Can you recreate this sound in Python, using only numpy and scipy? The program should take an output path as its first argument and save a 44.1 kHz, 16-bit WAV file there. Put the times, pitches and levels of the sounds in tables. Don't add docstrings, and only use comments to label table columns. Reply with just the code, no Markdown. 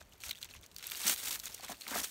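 import sys
import numpy as np
from scipy import signal
from scipy.io import wavfile
from scipy.ndimage import uniform_filter1d

SR = 44100
rng = np.random.default_rng(int(sys.argv[2]) if len(sys.argv) > 2 else 0)


def attenuation_scalar(level_db):
    decades = np.asarray(level_db, float) / 20
    return 10 ** decades


def persist_wave(psi):
    counts = np.round(np.clip(psi, -1, 1) * 32767).astype(np.int16)
    wavfile.write(sys.argv[1], SR, np.atleast_2d(counts).T)


N = 92786


def evened(x):
    return x / np.sqrt(np.mean(x ** 2) + 1e-20)


def smoothed(x, size, axis=-1):
    return uniform_filter1d(x, size, axis=axis)


def add(mix, start_s, sound):
    part = mix[round(start_s * SR):][:len(sound)]
    part += sound[:len(part)]


def colour(x, spectrum):
    hz, level_db = np.transpose(spectrum)
    bin_hz = abs(np.fft.fftfreq(4096, 1 / SR))
    log_gain = np.log(attenuation_scalar(np.interp(np.log(bin_hz + 1), np.log(hz + 1), level_db)))
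    taps = np.fft.ifft(np.exp(log_gain - 1j * signal.hilbert(log_gain).imag)).real[:2048]
    return signal.oaconvolve(x, taps)[:N]


def resonance(x, hz, width_hz):
    return signal.lfilter(*signal.iirpeak(hz, hz / width_hz, SR), x)


def band(x, low_hz, high_hz):
    return signal.lfilter(*signal.butter(2, [low_hz, high_hz], "band", fs=SR), x)


def wander(period_s):
    width = max(round(period_s * SR), 2)
    return evened(smoothed(smoothed(rng.standard_normal(N), width), width))


def sparse(per_s, size_db):
    draw = rng.random((N, 3))
    size = attenuation_scalar(size_db * np.minimum(-np.log(draw[:, 0] + 1e-9), 4))
    return size * np.sign(draw[:, 1] - .5) * (draw[:, 2] < per_s / SR)


def pressure(strokes):
    rise_s, release_s = .009, .012
    start_s, length_s, level_db = np.array(strokes).T[:3, :, None]
    t = np.arange(N) / SR - start_s
    release = np.exp(-np.maximum(t - length_s, 0) / release_s)
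    return (attenuation_scalar(level_db) * np.clip(t / rise_s, 0, 1) * release) ** 2


def crackling(clicks):
    cycles = 3.5
    which, t, crackle = rng.integers(0, 24, N), np.arange(256) / SR, np.zeros(N)
    modes_hz, phases = np.exp(rng.uniform(7.2, 9.6, (24, 3))), rng.random((24, 3))
    for k, (hz, turn) in enumerate(zip(modes_hz, phases)):
        turns = np.outer(t, hz)
        ring = np.sqrt(hz) * np.exp(-turns / cycles) * np.sin(2 * np.pi * (turns + turn))
        crackle += signal.oaconvolve(clicks * (which == k), evened(ring.sum(1)))[:N]
    return crackle


# start_s, length_s, level_db, bright_db_per_octave
GRIP_STROKES = [(0, 0.011, -51.5, -5), (.11, 0.027, -60.5, -3), (.2, 0.042, -53.5, -2),
                (.235, 0.031, -46, -1), (.258, 0.014, -46.5, -6), (.283, 0.017, -43, -3),
                (.322, 0.013, -61, -8), (.347, 0.047, -59.5, 0), (.41, 0.004, -48, -3),
                (.44, 0.01, -47, -6), (.485, 0.015, -55, -5.5), (.502, 0.011, -52.5, -5.5),
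                (.535, 0.04, -57, -7.5), (.628, 0.024, -56.5, -6)]
PULL_STROKES = [(.782, 0.034, -54.5, -6.5), (0.822, 0.067, -50, -6.5), (0.906, 0.031, -44, -3.5),
                (0.95, .044, -44, -1), (0.995, 0.043, -39, -1.8), (1.043, 0.015, -38, -3.5),
                (1.059, 0.046, -29.5, -1.1), (1.104, 0.034, -35, 0.12), (1.164, 0.067, -43.5, -0.86),
                (1.225, 0.053, -42.5, -2.2), (1.249, 0.045, -40.5, 0), (1.303, 0.049, -38.5, -1)]
DIG_STROKES = [(1.428, 0.034, -48.5, -1), (1.452, 0.022, -45, -3), (1.485, 0.069, -51.5, -2),
               (1.553, 0.12, -53.5, -4.5), (1.617, 0.034, -48, -3), (1.676, 0.048, -46.5, -1.4),
               (1.735, 0.019, -54.5, -2.5), (1.804, 0.0059, -44, -1.8), (1.831, 0.048, -53, -6.5),
               (1.879, 0.022, -44.5, -1.5), (1.898, .045, -44.5, -2), (1.938, 0.061, -38, -1),
               (2.003, 0.032, -45, 0.5), (2.032, 0.016, -36, -0.8), (2.053, 0.076, -48.5, -1)]
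# time_s, level_db
SETTLING = [
    (0, -70),
    (.72, -67),
    (.85, -52.5),
    (1.4, -53),
    (1.74, -65),
    (1.785, -59),
    (1.82, -55),
    (2.1, -57),
]
# pitch_hz, density_db
LEAF_SPECTRUM = [(88, -37), (150, -28), (254, -16.5), (790, -13.5), (1040, -12.5), (3490, -5),
                 (10400, -3.5), (14000, -6), (16000, -6)]


def leaves():
    settling_bright, clump_db, clump_s = -1.2, 1.2, .003
    crackle_db, fizz_db, patch_db = -9.5, -5.5, 1.5
    grass_hz, grass_width_hz, grass_lift, grass_until_s = 6250, 680, 0.71, 0.64
    strokes, s = GRIP_STROKES + PULL_STROKES + DIG_STROKES, np.arange(N) / SR
    power = pressure(strokes)
    settling = attenuation_scalar(np.interp(s, *np.transpose(SETTLING))) ** 2
    total = power.sum(0) + settling
    bright = (np.array(strokes)[:, -1] @ power + settling_bright * settling) / total

    busy = np.clip((total / attenuation_scalar(-38) ** 2) ** .45, 0.065, 1)
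    clump = wander(clump_s)
    per_s = 2500 * busy * np.clip(1 + 0.8 * clump, .05, 4)
    crackle = crackling(sparse(per_s, size_db=3.7) / np.sqrt(busy))

    hz, at_s, z = signal.stft(crackle, SR, nperseg=256)
    z = z / np.sqrt(smoothed(np.mean(abs(z) ** 2, 1), 9))[:, None]
    fizz = signal.stft(rng.standard_normal(N), SR, nperseg=256)[2]
    fizz = fizz / np.sqrt(np.mean(abs(fizz) ** 2))
    patches = evened(smoothed(smoothed(rng.standard_normal(z.shape), 8, axis=0), 3, axis=1))
    fizz = np.interp(at_s, s, busy) ** 0.14 * attenuation_scalar(fizz_db + patch_db * patches) * fizz
    octaves = np.log2(np.clip(hz, 2500, 16000) / 5000)
    z = (attenuation_scalar(crackle_db) * z + fizz) * attenuation_scalar(np.outer(octaves, np.interp(at_s, s, bright)))
    raw = colour(signal.istft(z, SR, nperseg=256)[1][:N], LEAF_SPECTRUM)

    raw = raw + grass_lift * (s < grass_until_s) * resonance(raw, grass_hz, grass_width_hz)
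    return evened(raw) * np.sqrt(total) * attenuation_scalar(clump_db * clump)


# pitch_hz, density_db
AIR_SPECTRUM = [(25, -50), (42, -1), (90, -2), (160, -12), (700, -18), (4000, -28), (16000, -41)]
# time_s, strength_db
BREEZE_GUSTS = [(.05, 2.5), (.2, -4.5), (.28, 6.5), (.34, -4), (.53, -2), (0.569, 11), (.67, -11),
                (.77, 6.5), (.82, -4.5), (1.05, -2), (1.13, -7), (1.27, 1), (1.5, 1.5), (1.55, -0.5),
                (1.72, -2), (1.84, -18), (1.98, 3.5), (2.05, -5)]


def air():
    level_db, gust_db, gust_s, rumble_hz = -63, 1.5, .04, 150
    still = evened(colour(rng.standard_normal(N), AIR_SPECTRUM))
    rumble = signal.filtfilt(*signal.butter(2, rumble_hz, fs=SR), still)
    breeze_db = np.interp(np.arange(N) / SR, *np.transpose(BREEZE_GUSTS))
    gust = attenuation_scalar(gust_db * wander(gust_s) + breeze_db)
    return attenuation_scalar(level_db) * (still + (gust - 1) * rumble)


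# start_s, peak_db, pitch_hz
STEM_KNOCKS = [
    (0.012, -43, 650),
    (0.142, -52, 720),
    (0.549, -45.5, 1040),
    (0.949, -62, 330),
    (1.307, -36, 1060),
    (1.494, -42, 854),
    (1.543, -45, 483),
    (1.597, -38.5, 750),
    (1.695, -29, 740),
    (1.926, -34.5, 940),
]
# start_s, peak_db, pitch_hz
ROOT_TEARS = [
    (1.63, -40, 764),
    (1.71, -34, 707),
    (1.867, -38, 1270),
    (1.884, -43, 950),
    (1.915, -32, 1030),
    (1.935, -31, 1570),
    (1.95, -34.5, 910),
    (1.956, -24.5, 710),
    (1.966, -31, 697),
    (1.977, -42, 1600),
]


def knock(peak_db, pitch_hz):
    rise_s, t60_s = .0019, .018
    t = np.arange(0, .05, 1 / SR)
    ring = np.sin(2 * np.pi * pitch_hz * t) + .5 * np.sin(2.7 * np.pi * pitch_hz * t)
    return attenuation_scalar(peak_db - 60 * t / t60_s) * ring * np.minimum(t / rise_s, 1)


# start_s, peak_db, pitch_hz, crack_share_0_to_1
LEAF_SNAPS = [(0.0145, -36.5, 1620, 0.38), (0.1235, -42, 2930, 0.2), (0.2362, -19.5, 2345, 0.56),
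              (0.2841, -25, 6560, 0.7), (0.2934, -22, 4100, 0.56), (0.3091, -21, 4060, 0.2),
              (0.3714, -35, 3470, 0.5), (0.4144, -33.5, 4670, 0.7), (0.4281, -19.5, 4100, 0.64),
              (0.445, -28.5, 6360, 0.87), (0.5375, -30, 2670, 0.6), (0.567, -42, 3060, 0.1),
              (0.632, -37, 3540, 0.45), (0.6626, -34.5, 6200, 1), (0.7145, -38.5, 3900, 0.72),
              (0.7634, -22, 4560, 0.66), (0.7837, -24.5, 5430, 0.86), (0.8268, -24, 2680, 0.82),
              (0.8993, -23, 4400, 0.8), (0.9176, -15.5, 3520, 0.69),
              (1.0675, -10.5, 8680, 0.64), (1.0783, -5.5, 6130, 0.68), (1.0978, -19, 8600, 0.42),
              (1.1184, -19, 9150, 0.45), (1.1388, -22, 8510, 0.38), (1.3077, -17.5, 4200, 0.83),
              (1.3924, -28, 9180, 1), (1.3983, -19, 6150, 0.77), (1.4565, -20, 6500, 0.76),
              (1.5458, -20.5, 8100, 0.82), (1.6075, -29, 4430, 0.52), (1.645, -27.5, 4500, 0.86),
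              (1.6827, -27, 2120, 0.68), (1.719, -27, 5630, 0.53), (1.8184, -28.5, 4230, 0.2),
              (1.8664, -25.5, 2230, 0.52), (1.8793, -18, 4530, 0.92), (1.9086, -23.5, 1420, 0.69),
              (1.9935, -39, 6000, 0.63), (2.0324, -23, 5670, 0.46), (2.0417, -18.5, 5650, 0.75),
              (2.043, -27.5, 1490, 0.61),
              (0.3113, -14, 3230, 0.71),
    (0.329, -31, 3800, 0.5),
    (0.8683, -16.5, 13440, 0.64),
    (0.434, -28, 3350, 0.7),
    (1.161, -20, 3450, 0.96),
    (1.258, -36, 7960, 0.9),
    (1.543, -25.5, 6700, 0.84),
    (1.9098, -21.5, 6600, 0.75),
]
# start_s, peak_db, pitch_hz
CREASE_BREAKS = [(.093, -48, 13400), (0.205, -44, 4230), (0.219, -38, 4300), (0.335, -42, 3520),
                 (0.3493, -37, 2770), (.355, -34.5, 3270), (0.38, -41, 3560), (0.3852, -41, 3560),
                 (.4084, -43, 5000), (.4243, -42, 8800), (0.489, -39, 2750), (0.509, -41, 4200),
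                 (.5286, -43, 12100), (.544, -36.5, 11000), (.5514, -42, 2140), (.58, -56, 13000),
                 (.7454, -44, 11600), (.7944, -38, 4420), (0.807, -48, 2600), (0.841, -29.5, 4030),
                 (0.8569, -32, 3800), (0.873, -35, 9100), (0.885, -41, 9000), (.891, -34, 3500),
                 (0.9107, -26, 12500), (.9485, -24, 2800), (.9553, -26, 4600), (1.0005, -27, 8330),
                 (1.034, -25.5, 4170), (1.054, -20, 8850), (1.3575, -27.5, 1780), (1.525, -34, 5250),
                 (1.5969, -40, 4600), (1.6534, -38, 3570), (1.6996, -29, 8540), (1.712, -35, 6240),
                 (1.7268, -35, 4340), (1.744, -37, 2600), (1.7687, -42, 4340), (1.8107, -35, 6600),
                 (1.8332, -35, 4340), (1.9261, -27, 1520), (1.9784, -27.5, 1630), (1.99, -35, 6040)]


def snap(peak_db, pitch_hz, crack_share):
    rise_s, ring_t60_s, crack_t60_s = .001, .009, .0045
    after_db, after_t60_s = -17, .018
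    t = np.arange(0, .04, 1 / SR)
    noise = rng.standard_normal((2, len(t)))
    ring = 1.18 * np.sin(2 * np.pi * pitch_hz * t) * attenuation_scalar(-60 * t / ring_t60_s)
    crack = 1.23 * band(noise[0], min(pitch_hz * 0.71, 6000), min(pitch_hz * 4.7, 19000))
    crack = crack * attenuation_scalar(-60 * t / crack_t60_s)
    rattle = evened(band(noise[1], pitch_hz * 0.56, min(pitch_hz * 1.3, 15000)))
    rattle = rattle * attenuation_scalar(after_db - 60 * t / after_t60_s)
    sound = (1 - crack_share) * ring + crack_share * crack + rattle
    return attenuation_scalar(peak_db) * np.minimum(t / rise_s, 1) * sound


# start_s, peak_db, pitch_hz
GROUND_THUMPS = [
    (1.047, -41.5, 286),
    (1.091, -47.5, 272),
    (1.693, -43, 302),
    (1.951, -43, 286),
]


def thump(peak_db, pitch_hz):
    rise_s, t60_s, sag_per_s = .011, 0.054, 28.5
    t = np.arange(0, .08, 1 / SR)
    turns = pitch_hz * (1 - np.exp(-sag_per_s * t)) / sag_per_s
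    rise = np.minimum(t / rise_s, 1) ** 2
    return 3 * attenuation_scalar(peak_db - 60 * t / t60_s) * np.sin(2 * np.pi * turns) * rise


# start_s, length_s, level_db
SOIL_SCRAPES = [
    (1.05, 0.078, -49.5),
    (1.24, 0.13, -58),
    (1.49, 0.0073, -54.5),
    (1.625, 0.021, -48.5),
    (1.693, 0.039, -50.5),
    (1.866, 0.026, -49),
    (1.908, 0.069, -45.5),
    (1.94, 0.025, -41.5),
    (1.976, 0.05, -48.5),
    (2.03, 0.03, -67),
]
# pitch_hz, density_db
SOIL_SPECTRUM = [(100, -30), (230, 5.5), (400, -2), (700, 0), (1200, 0), (2000, -2), (4000, -20)]


def soil():
    crumbs = evened(sparse(per_s=800, size_db=3.2)) + attenuation_scalar(-3) * rng.standard_normal(N)
    grain = attenuation_scalar(2.0 * wander(0.0027))
    return np.sqrt(pressure(SOIL_SCRAPES).sum(0)) * grain * evened(colour(crumbs, SOIL_SPECTRUM))


def scene():
    mix = leaves() + air() + soil()
    for start_s, *row in STEM_KNOCKS + ROOT_TEARS:
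        add(mix, start_s, knock(*row))
    for start_s, *row in LEAF_SNAPS:
        add(mix, start_s, snap(*row))
    for start_s, peak_db, pitch_hz in CREASE_BREAKS:
        add(mix, start_s, snap(peak_db + 2.5, pitch_hz, crack_share=0.55))
    for start_s, *row in GROUND_THUMPS:
        add(mix, start_s, thump(*row))
    return mix[None]


# pitch_hz, width_hz, depth_0_to_1
PORT_HOLLOWS = [(5066, 265, 0.52), (10340, 1480, 0.52)]


def microphone_port(x):
    for pitch_hz, width_hz, depth in PORT_HOLLOWS:
        x = x - depth * resonance(x, pitch_hz, width_hz)
    return x


def low_pass(x):
    return signal.sosfilt(signal.butter(12, 16150, fs=SR, output="sos"), x)


def record(dry):
    band_limit = signal.firwin(1023, 15780, window=("kaiser", 9), fs=SR)
    out = signal.oaconvolve(microphone_port(dry), band_limit[None], "same")
    return low_pass(out)


dry = scene()
out = record(dry)
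persist_wave(out)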